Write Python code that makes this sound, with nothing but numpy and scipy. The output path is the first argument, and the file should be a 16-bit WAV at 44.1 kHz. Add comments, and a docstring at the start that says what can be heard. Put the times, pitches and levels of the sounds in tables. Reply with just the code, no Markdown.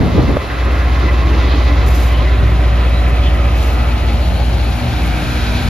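"""Diesel work train passing

A locomotive, a water tank car and a machinery car with a generator roll across a snowy field.
A gust buffets the microphone and ends in a pop. The exhaust throbs at multiples of the crank rate,
fans and bodywork roar, wheels hiss, ring and scrape on the rails, and the running gear knocks.
Valves spurt compressed air; the generator's hum and buzz draw near last."""
import sys
import numpy as np
from scipy import signal
from scipy.fft import rfft, irfft, next_fast_len
from scipy.io import wavfile
from scipy.ndimage import map_coordinates

SR = 44100
rng = np.random.default_rng(int(sys.argv[2]) if len(sys.argv) > 2 else 0)


def store_wav(level_fs):
    """Save 16-bit WAV to argv[1]."""
    pcm = np.round(np.clip(np.atleast_2d(level_fs), -1, 1) * 32767)
    wavfile.write(sys.argv[1], SR, pcm.T.astype(np.int16))


N = 250929
TIME = np.arange(N) / SR
FFT_SIZE = next_fast_len(N, True)
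BINS_HZ = np.maximum(np.arange(FFT_SIZE // 2 + 1) * SR / FFT_SIZE, 1)
SPEED_M_PER_S, DISTANCE_M, SOUND_M_PER_S = 5.0, 10.0, 343


def from_db(db):
    """Decibels to gain."""
    return 10 ** (np.asarray(db) / 20)


def unit_rms(x):
    """Scale to unit power."""
    return x / np.sqrt(np.mean(x ** 2) + 1e-20)


def by_hz(points):
    """A curve read at every frequency bin."""
    hz, value = np.transpose(points)
    return np.interp(np.log(BINS_HZ), np.log(hz), value)


def drift(rate_hz):
    """Slow random wander, rms 1."""
    spectrum = rfft(rng.standard_normal(FFT_SIZE)) / (1 + (BINS_HZ / rate_hz) ** 4)
    return unit_rms(irfft(spectrum, FFT_SIZE)[:N])


def swell(peak_s, half_length_s):
    """A smooth rise and fall of height 1."""
    return np.exp(-((TIME - peak_s) / half_length_s) ** 2)


def swells_db(rows):
    """Brief changes of level, summed."""
    return sum(db * swell(peak_s, half_length_s) for peak_s, half_length_s, db in rows)


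def past_m(abreast_s):
    """How far a source has rolled beyond the microphone."""
    return SPEED_M_PER_S * (TIME - abreast_s)


def passing(abreast_s, level_db, focus):
    """Gain of a source going by; focus 1 spreads evenly, more beams sideways."""
    return from_db(level_db) * (DISTANCE_M / np.hypot(DISTANCE_M, past_m(abreast_s))) ** focus


def doppler_cycles(hz, abreast_s):
    """Cycles of a steady source as they arrive: sharp while it nears, flat once past."""
    return hz * (TIME - np.hypot(DISTANCE_M, past_m(abreast_s)) / SOUND_M_PER_S)


# Likeness of the two microphone ports: freq_hz, coherence (clipped to 0-1)
PORT_COHERENCE = [(60, 0.6), (125, 0.9), (250, 0.87), (500, 0.82), (1000, 0.46), (1450, 0.08), (2000, 0.95),
                  (4000, 0.72), (6500, 0.14), (8300, 2.5), (10000, -0.1), (12000, 1.5), (14000, 5)]

def noise(spectrum_db, flutter_db, coherence=PORT_COHERENCE):
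    """Stereo turbulence of a given colour, fluttering in level; rms 1."""
    mid, side = rfft(rng.standard_normal((2, FFT_SIZE)))
    alike = np.clip(by_hz(coherence), 0, 1)
    ports = np.sqrt(1 + alike) * mid + np.sqrt(1 - alike) * side * [[1], [-1]]
    coloured = irfft(ports * from_db(spectrum_db), FFT_SIZE)[:, :N]
    return unit_rms(coloured * from_db(flutter_db * drift(rate_hz=21)))


def ring(force, hz, t60_s):
    """One damped mode; a unit click sets a sine of height 1 ringing."""
    radius, step_rad = from_db(-60 / (t60_s * SR)), 2 * np.pi * hz / SR
    feedback = [1, -2 * radius * np.cos(step_rad), radius ** 2]
    return signal.lfilter([0, np.sin(step_rad)], feedback, force + 1e-18)


def order_tone(cycles, order, wobble, wobble_hz=4):
    """One multiple of a machine's rate, wavering in phase and strength; rms about 1."""
    angle = 2 * np.pi * (order * cycles + rng.random()) + wobble * drift(wobble_hz)
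    return np.sqrt(2) * np.sin(angle) * np.exp(.5 * wobble * drift(wobble_hz))


def overtones(cycles, orders, lifts, wobble, wobble_hz):
    """The tones of one shaft; now one, now another stands out."""
    out = 0
    for order, level_db in orders:
        lift_db = swells_db((s, half_s, db) for s, half_s, lifted, db in lifts if lifted == order)
        out = out + from_db(level_db + lift_db) * order_tone(cycles, order, wobble, wobble_hz)
    return out


# Gusts: peak_s, half_length_s, level_db
GUSTS = [(0.008, 0.036, -8), (0.062, 0.027, -13), (0.095, 0.021, -15), (0.149, 0.026, -14),
         (0.195, 0.022, -6.5), (0.237, 0.018, -13.5), (0.296, 0.026, -11), (0.345, 0.03, -15.5)]
# Eddy spectrum: freq_hz, density_db
WIND_SPECTRUM = [(20, -18), (40, -5), (75, 3.5), (120, 0.5), (180, -5.5), (260, -4), (350, -10.5),
                 (550, -13.5), (900, -22.5), (2000, -36.5), (5000, -72)]
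# Likeness of the eddies at the ports: freq_hz, coherence
WIND_COHERENCE = [(50, 1), (130, 0.7), (400, 0.65)]
# Pops as the gust lets go: start_s, level_db
POPS = [(0.366, -10), (0.3694, 2.5), (0.3711, -5)]
# Pop resonances: pitch_hz, gain_db, t60_s
POP_MODES = [(560, -2, 0.0099), (1000, -2, 0.0042), (1400, -12, 0.003)]

def wind():
    """Lumpy eddies buffet the ports; the sharpest ones pop."""
    force = sum(from_db(db) * swell(peak_s, half_length_s) for peak_s, half_length_s, db in GUSTS)
    eddies = force * noise(by_hz(WIND_SPECTRUM), flutter_db=1, coherence=WIND_COHERENCE)
    clicks = np.zeros(N)
    for start_s, level_db in POPS:
        clicks[round(start_s * SR)] = from_db(level_db)
    pops = sum(from_db(db) * ring(clicks, hz, t60_s) for hz, db, t60_s in POP_MODES)
    soften = signal.butter(2, 2200, fs=SR, output="sos")
    return eddies + signal.sosfilt(soften, pops)


# Weaker tones of the uneven cylinders: order, level_re_drone_db
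CRANK_ORDERS = [(2, -33), (3, -26), (7, -17.5), (8, -23.5), (9, -27.5), (11, -30.5), (12, -31), (16, -31.5),
                (17, -29), (21, -31), (24, -37)]
# Crank tones standing out: peak_s, half_length_s, order, lift_db
CRANK_LIFTS = [(3.5, 0.3, 24, 14), (4.053, 0.3, 16, 13.5), (4.294, 0.21, 12, 13.5)]
# Dips in the drone: centre_s, half_length_s, depth_db
DRONE_DIPS = [(0.02, 0.07, 17), (0.45, 0.12, 11.5), (3.99, 0.055, 2.5), (4.87, 0.085, 12), (5.27, 0.07, 8),
              (5.72, 0.15, 5)]
# Lulls in the throb: centre_s, half_length_s, depth_db
BEAT_DIPS = [(0.52, 0.1, 15), (2.6, 0.48, 7.5)]
# Exhaust gas spectrum: freq_hz, density_db
RUMBLE_SPECTRUM = [(20, -35), (35, -22), (46, -4), (62, -2), (85, 1), (115, -0.5), (150, -5.5), (200, -9.5),
                   (300, -29.5), (600, -82)]
# Swells in the rumble: peak_s, half_length_s, lift_db
RUMBLE_SWELLS = [(1.55, 0.17, 0.5), (1.85, 0.074, 5), (2.46, 0.081, 6.5), (4.85, 0.09, 0.5),
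                 (5.67, 0.042, 6)]

def exhaust(crank_hz=14.93, drone_order=4, beat_order=5, abreast_s=2.283):
    """The drone beats once a turn against its neighbouring orders; gas puffs out of both engines."""
    turns = doppler_cycles(crank_hz, abreast_s)
    drone = order_tone(turns, drone_order, wobble=0.017)
    uneven = overtones(turns, CRANK_ORDERS, CRANK_LIFTS, wobble=0.12, wobble_hz=4)
    drone_gain = passing(abreast_s, level_db=-10.5, focus=1) * from_db(-swells_db(DRONE_DIPS))
    beat = order_tone(turns, beat_order, wobble=0.09)
    beat_gain = passing(abreast_s=2.44, level_db=-19, focus=0.88) * from_db(-swells_db(BEAT_DIPS))
    diesel_flow = passing(abreast_s=2.8, level_db=-23, focus=0.83)
    generator_flow = passing(abreast_s=5.6, level_db=-22, focus=3.6)
    flow = np.hypot(diesel_flow, generator_flow) * from_db(swells_db(RUMBLE_SWELLS))
    puffs = 1 + 0.2 * np.sin(2 * np.pi * drone_order * turns)
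    rumble = flow * puffs * noise(by_hz(RUMBLE_SPECTRUM), flutter_db=0.5)
    return drone_gain * (drone + uneven) + beat_gain * beat + rumble


def echo_ripple_db(echo_db, count):
    """Short reflections off ballast and steel sides ripple the spectrum."""
    delays_s = rng.uniform(0.002964, .025, (count, 1))
    paths = 1 + from_db(echo_db) * np.exp(-2j * np.pi * BINS_HZ * delays_s).sum(axis=0)
    return 20 * np.log10(np.abs(paths) + 1e-3)


# Fan and panel spectrum: freq_hz, density_db
ROAR_SPECTRUM = [(90, -50), (170, -5), (260, -1), (400, -1.5), (520, -3.5), (750, -4), (950, -7.5),
                 (1500, -8.5), (2200, -9.5), (2900, -14.5), (4000, -25.5), (7000, -80)]
# Resonances of each part of the train: centre_hz, width_hz, peak_db
ENGINE_BAY = [(296, 19, 6), (380, 43, 2), (570, 33, 3), (728, 38, 0.5), (900, 81, -5.5), (1066, 510, 5),
              (1500, 60, -3), (2030, 100, 2.5), (2280, 110, -1), (2650, 230, 4), (2800, 120, -8)]
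ENGINE_SIDE = [(300, 18, 3.5), (440, 130, 2), (574, 50, 3), (740, 56, 1.5), (910, 90, -6.5),
               (1110, 560, 2.5), (1500, 60, 1), (2030, 100, 2), (2280, 120, -1), (2640, 250, 4),
               (2760, 120, -4)]
RADIATOR = [(246, 25, 3.5), (400, 99, 1), (563, 50, 5.5), (650, 40, 4), (753, 60, 3.5), (835, 54, 2),
            (900, 70, -3), (1266, 260, 7), (1530, 110, -5), (1950, 200, 2.5), (2540, 290, 6),
            (3100, 120, 6), (3470, 220, 3.5), (3930, 180, -7)]
TANK_CAR = [(420, 200, -4.5), (575, 40, 5.5), (750, 70, 3), (844, 120, 3), (1170, 400, -2), (1980, 710, -7)]
MACHINE_CAR = [(398, 150, -1.5), (600, 70, -2), (730, 110, 2.5), (820, 240, 2), (1500, 320, 2),
               (2460, 370, 4)]
# The parts going by in turn: abreast_s, level_db, left_over_right_db
PART_PASSES = [(0.4, -25, -1), (1.501, -22.5, -2), (2.4, -24, -1), (3.4, -23, -1), (4.399, -25.5, 4),
               (5.4, -24.5, 1)]

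def bodywork():
    """Fans and panels roar; each part colours the sound while abreast, then fades into the next."""
    parts = [ENGINE_BAY, ENGINE_BAY, ENGINE_SIDE, RADIATOR, TANK_CAR, MACHINE_CAR]
    abreast_s = [row[0] for row in PART_PASSES]
    out = 0
    for (_, level_db, pan_db), modes, own_turn in zip(PART_PASSES, parts, np.eye(len(parts))):
        peaks_db = sum(db / (1 + (2 * (BINS_HZ - hz) / width_hz) ** 2) for hz, width_hz, db in modes)
        colour_db = by_hz(ROAR_SPECTRUM) + peaks_db + echo_ripple_db(echo_db=-15.5, count=6)
        crossfade = np.sqrt(np.interp(TIME, abreast_s, own_turn))
        port_gains = from_db(level_db + pan_db * np.array([[.5], [-.5]]))
        out = out + crossfade * port_gains * noise(colour_db, flutter_db=0.5)
    return out


# Wheel groups going by: abreast_s, level_db
BOGIES = [(0, -35.5), (1.6, -34.5), (3.7, -36.5), (5.7, -30.5)]
# Rolling spectrum: freq_hz, density_db
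ROLLING_SPECTRUM = [(1200, -28), (2300, -4.5), (3200, 1), (4000, 2), (4700, -3), (5500, -6.5), (7000, -14),
                    (8500, -67), (12000, -32)]

def wheel_hiss():
    """Steel rolls on rough steel, louder as each group of wheels goes by."""
    power = sum(passing(abreast_s, level_db, focus=5.6) ** 2 for abreast_s, level_db in BOGIES)
    return np.sqrt(power) * noise(by_hz(ROLLING_SPECTRUM), flutter_db=1.28)


# Lightly damped wheel modes: pitch_hz, width_hz, gain_db
WHEEL_MODES = [(1040, 42, 2), (1070, 86, -0.5), (1340, 66, 0), (1620, 31, -8), (1760, 44, -18),
               (1998, 39, -2), (2046, 35, -3), (2522, 29, -7), (2666, 38, -7), (3050, 34, -14)]

def wheel_ring(abreast_s=1.32):
    """Rail roughness keeps the locomotive's wheels ringing; they waver, and sink in pitch going by."""
    modes = 0
    for hz, width_hz, gain_db in WHEEL_MODES:
        tone = unit_rms(ring(rng.standard_normal(N), hz, t60_s=np.log(1000) / (np.pi * width_hz)))
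        modes = modes + tone * from_db(gain_db + 1.4 * drift(rate_hz=4))
    shifted = map_coordinates(modes, [doppler_cycles(SR, abreast_s)], order=3, mode="mirror")
    return passing(abreast_s, level_db=-38.5, focus=3.7) * shifted


# Air hiss spectrum: freq_hz, density_db
HISS_SPECTRUM = [(3000, -27), (5500, -2), (7000, 4), (8500, 2), (10000, 3), (12500, -1), (13800, -5.5),
                 (15000, -19)]

def air_hiss(floor_db=-49):
    """A fine hiss that grows as the machinery car nears."""
    gain = np.hypot(from_db(floor_db), passing(abreast_s=6.6, level_db=-39, focus=2.14))
    return gain * noise(by_hz(HISS_SPECTRUM), flutter_db=0.8)


def blows(hits, spectrum, attack_s):
    """Each blow shakes many close modes at once: a burst of noise that dies away."""
    envelope = 0
    for start_s, level_db, decay_s in hits:
        age_s = np.maximum(TIME - start_s, 0)
        rise = 1 - np.exp(-age_s / attack_s)
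        envelope = envelope + from_db(level_db) * rise * np.exp(-age_s / decay_s)
    return envelope * noise(by_hz(spectrum), flutter_db=0)


# Steel hits: start_s, level_db, decay_s
CLANKS = [(0.497, -23, 0.033), (0.74, -25.5, 0.063), (0.812, -37, 0.015), (0.955, -22, 0.019),
          (1.086, -32, 0.018), (1.408, -26, 0.025), (1.76, -37, 0.013), (2.2, -46, 0.024),
          (2.298, -35, 0.012), (2.431, -36, 0.015)]
# Loose steel spectrum: freq_hz, density_db
CLANK_SPECTRUM = [(900, -34), (1400, 10), (1720, 7), (1870, 4), (2020, 6), (2250, -11), (2600, -23),
                  (4500, -36)]

def clatter():
    """Loose steel clanks on the bogies."""
    return blows(CLANKS, CLANK_SPECTRUM, attack_s=0.0033)


# Scrapes and squeaks: peak_s, half_length_s, centre_hz, width_hz, level_db
SCRAPES = [(0.75, 0.27, 1470, 700, -32), (1.094, 0.028, 2005, 50, -30), (1.33, 0.05, 2660, 70, -36.5),
           (1.516, 0.075, 3700, 2000, -32.5), (1.66, 0.077, 1987, 60, -35), (1.68, 0.04, 4040, 1400, -36),
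           (2.11, 0.025, 2030, 110, -32.5), (2.153, 0.12, 3000, 380, -35.5),
           (2.247, 0.33, 3670, 1300, -41.5), (2.217, 0.035, 1040, 90, -30), (2.285, 0.04, 2000, 80, -34),
           (2.84, 0.065, 3400, 2200, -34.5), (2.98, 0.074, 3900, 400, -39), (3.257, 0.053, 3200, 750, -32),
           (3.834, 0.12, 1360, 340, -30.5), (4.452, 0.64, 4200, 810, -40.5), (5.12, 0.16, 2410, 420, -37.5),
           (5.33, 0.26, 1500, 380, -35.5), (5.6, 0.07, 3900, 1600, -35)]

def scrapes():
    """Wheels grind on the rail in bands of noise that swell and fade."""
    out = 0
    for peak_s, half_length_s, centre_hz, width_hz, level_db in SCRAPES:
        band_db = -20 * np.log10(1 + (2 * (BINS_HZ - centre_hz) / width_hz) ** 4)
        out = out + from_db(level_db) * swell(peak_s, half_length_s) * noise(band_db, flutter_db=2)
    return out


# Running gear knocks: start_s, level_db, decay_s
KNOCKS = [(0.654, -16.5, 0.036), (0.735, -12.5, 0.015), (1.024, -10.5, 0.026), (1.335, -14, 0.028),
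          (2.2, -18.5, 0.04), (2.423, -20, 0.032), (3.715, -21, 0.047)]
# Low frame resonances: freq_hz, density_db
FRAME_SPECTRUM = [(50, -20), (130, -9), (220, 0.5), (340, 1.5), (480, -9), (900, -17.5), (2500, -65)]

def knocks():
    """The running gear knocks dully on the frame."""
    return blows(KNOCKS, FRAME_SPECTRUM, attack_s=0.014)


def growl(level_db=-25.5):
    """Rough rail shakes the locomotive's frame for a moment."""
    shaking = from_db(level_db) * swell(peak_s=1.4, half_length_s=0.33)
    return shaking * noise(by_hz(FRAME_SPECTRUM), flutter_db=2)


# Blade tones: order, gain_db
FAN_ORDERS = [(1, -3.5), (2, -3), (3, -28)]
# Blade tones standing out: peak_s, half_length_s, order, lift_db
FAN_LIFTS = [(1.3, 0.29, 1, 4.5), (2.1, 0.3, 2, 1), (3.33, 0.22, 2, 5.2), (4.25, 0.23, 2, 4.4)]

def fan(blade_hz=289.5, abreast_s=1.9):
    """The locomotive's cooling fan chops unsteady air into a rough tone."""
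    chops = doppler_cycles(blade_hz, abreast_s)
    tone = overtones(chops, FAN_ORDERS, FAN_LIFTS, wobble=0.4, wobble_hz=7.5)
    return passing(abreast_s, level_db=-35, focus=2) * tone


# Whine tones: order, gain_db
PUMP_ORDERS = [(5, -6), (6, -12)]
# Whine tones standing out: peak_s, half_length_s, order, lift_db
PUMP_LIFTS = [(1.9, 0.23, 5, 8.4), (3.2, 0.26, 5, 7.3), (3.8, 0.41, 6, 11)]

def pump(stroke_hz=145.3, abreast_s=3.1):
    """A thin whine at the locomotive's rear, likely a pump, shifts between two overtones."""
    strokes = doppler_cycles(stroke_hz, abreast_s)
    whine = overtones(strokes, PUMP_ORDERS, PUMP_LIFTS, wobble=0.2, wobble_hz=5)
    return passing(abreast_s, level_db=-37, focus=1) * whine


# Valve openings: start_s, length_s, edge_s, level_db, tilt_db_per_octave, top_hz
SPURTS = [(1.858, 0.038, 0.006, -36, 1.5, 15200), (1.882, 0.06, 0.02, -42, 1, 14500),
          (1.92, 0.14, 0.03, -36, 0, 13800), (2.02, 0.13, 0.043, -38, 1, 14300),
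          (3.5, 0.3, 0.13, -38.5, 0, 14000)]
# Air jet spectrum: freq_hz, density_db
JET_SPECTRUM = [(2500, -25), (4500, 7), (7000, 6), (8500, 5), (10000, 2), (12500, 1), (14000, 5),
                (15000, 1)]

def air_spurts():
    """Valves open briefly on a very bright jet of compressed air."""
    out = 0
    for start_s, length_s, edge_s, level_db, tilt_db_per_octave, top_hz in SPURTS:
        opening = np.clip(np.minimum(TIME - start_s, start_s + length_s - TIME) / edge_s, 0, 1)
        roll_off_db = 30 * np.clip((BINS_HZ - top_hz) / 1000, 0, 2)
        colour_db = by_hz(JET_SPECTRUM) + tilt_db_per_octave * np.log2(BINS_HZ) - roll_off_db
        out = out + from_db(level_db) * opening * noise(colour_db, flutter_db=2)
    return out


# Hum tones: order, gain_db
GENERATOR_ORDERS = [(2, 1), (3, -1.5), (4, 0.5), (5, -4), (6, -9.5), (11, -16), (12, -14)]
# Hum tones standing out: peak_s, half_length_s, order, lift_db
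GENERATOR_LIFTS = [(4.832, 0.064, 4, 6.5), (4.858, 0.084, 2, 14.5), (5.05, 0.36, 12, 13),
                   (5.182, 0.23, 5, 8.5), (5.568, 0.13, 4, 7.5)]
# Casing response: freq_hz, gain_db
CASING_SPECTRUM = [(900, -3), (1150, -13), (1320, -1), (1550, 1.5), (1750, -11), (2050, -12), (2350, -1),
                   (2600, -8)]

def generator(firing_hz=60.0, abreast_s=5.8):
    """A fast engine hums louder as its car draws near; each firing rattles the casing."""
    cycles = doppler_cycles(firing_hz, abreast_s)
    hum = overtones(cycles, GENERATOR_ORDERS, GENERATOR_LIFTS, wobble=0.4, wobble_hz=8)
    firings = cycles + 0.004 * drift(rate_hz=9)
    buzz = 0
    for order in range(15, 44):
        gain_db = np.interp(order * firing_hz, *np.transpose(CASING_SPECTRUM))
        buzz = buzz + from_db(gain_db) * np.sin(2 * np.pi * (order * firings + rng.random()))
    casing = passing(abreast_s=5.62, level_db=-31.5, focus=7.7) * unit_rms(buzz)
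    return passing(abreast_s, level_db=-33, focus=2) * hum + casing


def from_bearing(stereo, left_lead_ms):
    """Sound from the side reaches one port later than the other."""
    left, right = stereo
    delayed_samples = np.arange(N) - left_lead_ms * SR / 1000
    return np.array([left, map_coordinates(right, [delayed_samples], order=3, mode="nearest")])


# Bearing of the body and running gear: time_s, left_lead_ms
BODY_BEARING = [(0, -0.0059), (1.5, 0.0081), (3.2, 0.067), (5.69, 0.047)]

def scene(port_spacing_ms=0.23):
    """Train and wind in the open; the exhaust stack crosses from right to left."""
    running_gear = knocks() + clatter() + wheel_hiss() + scrapes() + wheel_ring() + growl()
    stack_m = past_m(abreast_s=3.3)
    diesel = from_bearing(exhaust(), port_spacing_ms * stack_m / np.hypot(DISTANCE_M, stack_m))
    body_lead_ms = np.interp(TIME, *np.transpose(BODY_BEARING))
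    body = from_bearing(bodywork() + fan() + pump() + running_gear, body_lead_ms)
    return diesel + body + air_hiss() + air_spurts() + generator() + wind()


# Level between the ports: freq_hz, left_over_right_db
PORT_BALANCE = [(100, 0), (300, 1.5), (850, 0), (1050, -1), (1550, -3.5), (1800, 1.5), (2400, 1), (2750, 4),
                (3300, -1.5), (4600, 2), (6300, 1.5)]
# Phase between the ports: freq_hz, right_lag_rad
PORT_PHASE = [(200, 0), (900, -0.5), (1200, -0.6), (1520, -1.7), (1800, -0.3), (3400, -0.2), (4500, -0.1),
              (5900, -0.9), (7200, -1.4), (7800, -3), (9000, -3.2), (9900, -5.6), (11000, -6.3),
              (13300, -6.4), (14100, -8.0), (15000, -7.9)]

def record(dry, fade_s=0.004, ceiling=0.95, cutoff_hz=15000):
    """The two ports differ in phase and level; the highest peaks are rounded and the top is cut."""
    fade = np.clip(np.minimum(TIME, TIME[-1] - TIME) / fade_s, 0, 1)
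    balance = from_db(by_hz(PORT_BALANCE) / 2)
    response = [balance, np.exp(-1j * by_hz(PORT_PHASE)) / balance]
    ports = irfft(rfft(dry * fade, FFT_SIZE) * response, FFT_SIZE)[:, :N]
    rounded = ports / (1 + (ports / ceiling) ** 8) ** (1 / 8)
    return signal.sosfilt(signal.ellip(10, .1, 90, cutoff_hz, fs=SR, output="sos"), rounded)


dry = scene()
out = record(dry)
store_wav(out)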